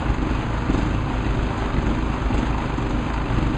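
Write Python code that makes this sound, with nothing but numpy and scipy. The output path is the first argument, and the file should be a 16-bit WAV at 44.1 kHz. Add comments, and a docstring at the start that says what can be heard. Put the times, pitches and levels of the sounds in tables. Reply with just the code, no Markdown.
"""A single-cylinder engine chugs and hunts beside a trench on a building site. About twice a second
it sags, its governor opens the throttle and the exhaust barks louder; piston and valve gear clatter on.
Behind it a bigger diesel drones steadily, with a machine hum, fan roar and a few light metal ticks.
Almost mono: only a faint rumble of air differs between the channels."""
import sys
import numpy as np
from scipy import signal
from scipy.fft import rfft, irfft
from scipy.io import wavfile
from scipy.ndimage import uniform_filter1d

SR = 44100
rng = np.random.default_rng(int(sys.argv[2]) if len(sys.argv) > 2 else 0)


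def bounce(signal):
    """Save signal as a 16-bit WAV file at the path given by the first command-line argument."""
    frames = np.transpose(np.atleast_2d(signal))
    limited = np.clip(frames, -1, 1)
    pcm = np.round(limited * 32767).astype(np.int16)
    wavfile.write(sys.argv[1], SR, pcm)


N = 157437

FIRING_HZ, HUNT_DEPTH_HZ, HUNT_HZ, SLOWEST_S = 25.02, 1.48, 1.909, .206
# Spectrum of a piston knock. Each row: frequency in Hz, gain in dB.
KNOCK_SPECTRUM = [(300, -21.5), (520, -0.5), (700, -1.5), (880, 2), (1050, 1.5), (1450, -1.5),
                  (1850, -11.5), (3000, -21.5), (8000, -57)]


def undb(db):
    return 10 ** (np.asarray(db) / 20)


def level(x, db):
    """Set the rms level."""
    return x * undb(db) / np.sqrt(np.mean(x ** 2))


def colour(x, points):
    """Minimum-phase filter through (Hz, dB) points, falling 10 dB an octave outside them."""
    hz, db = np.array(points, float).T
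    size = 2 ** 18
    bin_hz = np.maximum(np.arange(size // 2 + 1) * SR / size, 1)
    octaves_out = np.maximum(np.log2(bin_hz / hz[-1]), 0) + np.maximum(np.log2(hz[0] / bin_hz), 0)
    gain_db = np.interp(np.log(bin_hz), np.log(hz), db) - 10 * octaves_out
    cepstrum = irfft(np.log(undb(gain_db)))
    cepstrum[1:size // 2] *= 2
    cepstrum[size // 2 + 1:] = 0
    return irfft(rfft(x, size) * np.exp(rfft(cepstrum)))[:N]


def noise(spectrum):
    return colour(rng.standard_normal(N), spectrum)


def walk(rate_hz):
    """Smooth random drift with unit spread."""
    hold = int(SR / rate_hz)
    steps = np.repeat(rng.standard_normal(400), hold)[:N]
    drift = uniform_filter1d(uniform_filter1d(steps, hold), hold)
    return drift / np.std(drift)


def pulses(cycles, table, scatter_db):
    """Pressure impulses at set places in each engine cycle."""
    out = 0
    for place, _, db in table:
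        cycle = (cycles - place + 2).astype(int)
        strength = undb(db + scatter_db * rng.standard_normal(200))
        out = out + np.diff(cycle, prepend=cycle[0]) * strength[cycle]
    return out


def bursts(cycles, table, scatter_db, rise_s=0.003):
    """Decaying noise bursts at set places in each engine cycle."""
    gate = 0
    for place, decay_cycles, db in table:
        since = cycles - place + 2
        strength = undb(db + scatter_db * rng.standard_normal(200))
        gate = gate + strength[since.astype(int)] * np.exp(-(since % 1) / decay_cycles)
    return uniform_filter1d(gate, int(rise_s * SR)) * rng.standard_normal(N)


def throttle(t, open_s=0.015, close_s=0.045, idle_db=-7):
    """Firing strength in dB: the governor opens fast, holds and eases back to idle."""
    # Each row: start in seconds, hold in seconds, strength in dB.
    surges = [(.19, 0.12, 0), (.68, 0.19, 0.5), (1.21, 0.24, 0), (1.72, 0.19, 1.5), (2.3, 0.11, 2.5),
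              (2.75, 0.2, 0.5), (3.301, 0.2, 0.5)]
    strength = idle = undb(idle_db)
    for start_s, hold_s, db in surges:
        opening = np.clip((t - start_s) / open_s, 0, 1)
        closing = np.exp(-np.maximum(t - start_s - hold_s, 0) / close_s)
        strength = strength + (undb(db) - idle) * opening * closing
    return 20 * np.log10(strength)


def exhaust(cycles, throttle_db):
    """One pulse a cycle rings pipe and silencer; puffs of gas bark with the throttle."""
    # Pipe resonances and bark spectrum. Each row: frequency in Hz, gain in dB.
    pipe_spectrum = [(14, -16), (25, -7), (34, -27), (47, 3.5), (54, 0), (64, -9), (75, -6.5), (100, -18.5),
                     (127, -8), (160, -22.5), (200, -24.5), (245, -12.5), (315, -15), (430, -36.5),
                     (900, -47.5)]
    bark_spectrum = [(50, -17), (85, -6.5), (125, -2.5), (170, -12), (215, -1), (245, 1.5), (275, -5.5),
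                     (320, 1), (348, -11.5), (375, -7), (435, -23.5), (900, -35), (4000, -64)]
    # Each row: place in the cycle (0-1), decay in cycles, gain in dB.
    puffs = [(.57, 0.06, -2), (.9, 0.15, -7), (0.3137, 0.049, -4)]
    firing = pulses(cycles, [(.55, 0, 0)], scatter_db=0.8)
    pipe = colour(firing * undb(0.091 * throttle_db), pipe_spectrum)
    pressure = level(pulses(cycles + 0.013 * walk(60), puffs, scatter_db=3.0), 0)
    turbulence = level(bursts(cycles, puffs, scatter_db=0.3), -1.5)
    bark = colour((pressure + turbulence) * undb(throttle_db), bark_spectrum)
    return level(pipe, -26.5) + level(bark, -30)


def clatter(t, cycles, throttle_db):
    """Piston, valve gear and panels knock and rattle in every cycle."""
    # Impacts. Each row: place in the cycle (0-1), decay in cycles, gain in dB.
    knock_hits = [(0.597, 0.19, 4), (0.476, 0.11, 0), (.13, 0.11, -3), (.29, 0.083, -1)]
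    valve_hits = [(0.1, .12, -1), (0.518, 0.072, 0)]
    panel_hits = [(0.358, 0.074, 0.36), (0.548, 0.17, -1.3)]
    # Resonances. Each row: frequency in Hz, gain in dB.
    valve_spectrum = [(700, -13.5), (1200, 0), (1720, 1), (1860, -3), (2000, 2.5), (2170, -7), (2390, 4.5),
                      (2470, 0.5), (2560, 2.5), (2750, -1.5), (2890, -11), (3080, -1.5), (3250, -16.5),
                      (4000, -8), (7000, -32)]
    panel_spectrum = [(1500, -5.5), (2600, -1), (3800, -3), (4800, -11.5), (6700, -7), (8000, -17.5),
                      (10000, -46.5)]
    # Clatter strength. Each row: time in seconds, knock gain in dB.
    swell = [(0, 5), (.17, 0.5), (.4, -2), (.6, 3), (.8, -1), (1.1, -2), (1.4, 0), (1.55, -1), (1.65, 3.5),
             (1.9, 1), (2.05, -2), (2.27, 1.5), (2.36, 0.5), (2.48, 2.5), (2.8, 1.5), (3.0, -2), (3.15, 1),
             (3.55, 0.5)]
    swell_db = np.interp(t, *np.array(swell).T)
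    knocks = bursts(cycles, knock_hits, scatter_db=1.0) * undb(swell_db)
    valves = bursts(cycles, valve_hits, scatter_db=1.9) * undb(.6 * swell_db + 0.17 * throttle_db)
    panels = bursts(cycles, panel_hits, scatter_db=2.5) * undb(0.71 * swell_db + 0.5 * throttle_db)
    return (level(colour(knocks, KNOCK_SPECTRUM), -37.5)
            + level(colour(valves, valve_spectrum), -44)
            + level(colour(panels, panel_spectrum), -50.5))


def trench(x, decay_s=0.026, echo_db=-4.5):
    """Add short scattered echoes from the earth banks."""
    t = np.arange(SR // 5) / SR
    tail = rng.standard_normal(len(t)) * np.exp(-t / decay_s) * (t > .004)
    return x + undb(echo_db) * signal.fftconvolve(x, tail / np.linalg.norm(tail))[:N]


def drone(shaft_hz, harmonics, wobble, waver_db):
    """Harmonics of a governed shaft speed, each wavering a little."""
    turns = np.cumsum(shaft_hz * (1 + wobble * walk(9))) / SR
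    out = 0
    for multiple, db in harmonics:
        tone = np.sin(2 * np.pi * (multiple * turns + rng.random()))
        out = out + level(tone * undb(waver_db * walk(7.22)), db)
    return out


def steady_machines():
    """The big diesel drones and a second machine hums."""
    # Harmonics. Each row: multiple of shaft speed, level in dB.
    diesel = [(1, -39.5), (2, -32), (3, -43), (5, -37), (6, -47.5), (9, -37), (10, -48.5), (14, -42.5),
              (18, -50), (20, -54), (21, -49.5), (41, -49.5), (90, -69)]
    hum = [(1, -42), (2, -34.5), (12, -53)]
    return (drone(28.26, diesel, wobble=0.001334, waver_db=1.24)
            + drone(55.45, hum, wobble=0.0042, waver_db=0.5))


def roar():
    """Fans and distant plant, slightly restless."""
    # Each row: frequency in Hz, gain in dB.
    roar_spectrum = [(15, -15.5), (23, -7), (32, -14.5), (50, -4), (80, -1), (125, 3.5), (165, -1.5),
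                     (230, -5.5), (310, -6), (430, -9.5), (620, -12.5), (880, -9), (1100, -13.5),
                     (1450, -14), (1900, -19.5), (2600, -21), (3400, -25.5), (4700, -35.5), (6700, -36),
                     (8200, -44.5), (10000, -52.5)]
    return level(noise(roar_spectrum) * undb(0.087 * walk(3.1) + 1.25 * walk(18)), -29)


def cooling_fan(t, swell_db=5.5, lag_s=0.064, rise_db_per_s=1.0):
    """The small engine's fan whirrs loudest just after each speed peak and slowly grows."""
    # Each row: frequency in Hz, gain in dB.
    whirr_spectrum = [(600, -17), (780, -3), (860, -2.5), (910, -5), (980, -1.5), (1060, 0), (1115, -14),
                      (1330, -6.5), (1700, -24)]
    speed_swing = -np.cos(2 * np.pi * HUNT_HZ * (t - lag_s - SLOWEST_S))
    return level(noise(whirr_spectrum) * undb(swell_db * speed_swing + rise_db_per_s * t), -41)


def breeze():
    """Faint rumble of air, independent in each channel."""
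    spectrum_hz_db = [(15, -1), (50, 13), (100, -21), (300, -46), (1000, -54)]
    return np.array([level(noise(spectrum_hz_db), -50.5) for _ in range(2)])


def thumps():
    """Hard firings ring the silencer body and boom in the pipe."""
    # Each row: start in seconds, body peak in dB, boom peak in dB.
    firings = [(.095, -23, -15.5), (.699, -8, -21), (0.742, -14, -20), (.757, -14, -29), (1.299, -16, -20),
               (1.783, -11, -28), (2.257, -24, -19.5), (2.344, -15.5, -25), (2.379, -21, -20),
               (3.376, -13, -15)]
    # Resonances. Each row: frequency in Hz, gain in dB.
    body_spectrum = [(25, -11), (70, 2.5), (120, -2.5), (170, -4), (245, -0.5), (280, -5.5), (320, -1.5),
                     (430, -17), (900, -34), (4000, -70)]
    boom_spectrum = [(22, -10), (40, -4), (56, -1), (72, -4.5), (110, -15.5), (300, -48.5)]
    body = colour(signal.unit_impulse(N), body_spectrum)
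    boom = colour(signal.unit_impulse(N), boom_spectrum)
    out = np.zeros(N)
    for start_s, body_db, boom_db in firings:
        start = int(start_s * SR)
        thump = undb(body_db) * body / np.abs(body).max() + undb(boom_db) * boom / np.abs(boom).max()
        out[start:] += thump[:N - start]
    return out


def strikes(t, hits, spectrum, decay_s):
    """Metal hits metal: sudden noise that dies away."""
    gate = sum(undb(db) * (t >= at_s) * np.exp(-np.abs(t - at_s) / decay_s) for at_s, db in hits)
    return gate * level(noise(spectrum), 0)


def metal_ticks(t):
    """Light, bright contacts of metal parts."""
    # Each row: start in seconds, level in dB.
    ticks = [(0.731, -42), (0.776, -41), (0.819, -46), (1.575, -44), (2.341, -42), (2.377, -40.5),
             (2.775, -48), (2.893, -45.5), (3.135, -44)]
    # Each row: frequency in Hz, gain in dB.
    tick_spectrum = [(1200, -13), (2700, 5), (4200, 11), (6600, 8.5), (8200, 2.5), (10000, -51)]
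    return strikes(t, ticks, tick_spectrum, decay_s=0.016)


def hard_knocks(t):
    """The piston knocks hard a few times."""
    # Each row: start in seconds, level in dB.
    knocks = [(1.868, -32), (2.344, -25.5), (2.379, -32), (2.581, -29.5)]
    return strikes(t, knocks, KNOCK_SPECTRUM, decay_s=0.0096)


def scene():
    t = np.arange(N) / SR
    firing_hz = FIRING_HZ - HUNT_DEPTH_HZ * np.cos(2 * np.pi * HUNT_HZ * (t - SLOWEST_S))
    cycles = np.cumsum(firing_hz) / SR
    throttle_db = throttle(t)
    gas = exhaust(cycles, throttle_db) + thumps()
    metal = clatter(t, cycles, throttle_db) + metal_ticks(t) + hard_knocks(t)
    return gas + steady_machines() + roar() + cooling_fan(t) + trench(metal) + breeze()


def record(dry):
    """Notch the treble deeply and cut the top."""
    notch_hz, top_hz = (5080, 6050), 10100
    notched = signal.sosfilt(signal.butter(7, notch_hz, "bandstop", fs=SR, output="sos"), dry)
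    return signal.sosfilt(signal.ellip(8, .2, 70, top_hz, fs=SR, output="sos"), notched)


dry = scene()
out = record(dry)
bounce(out)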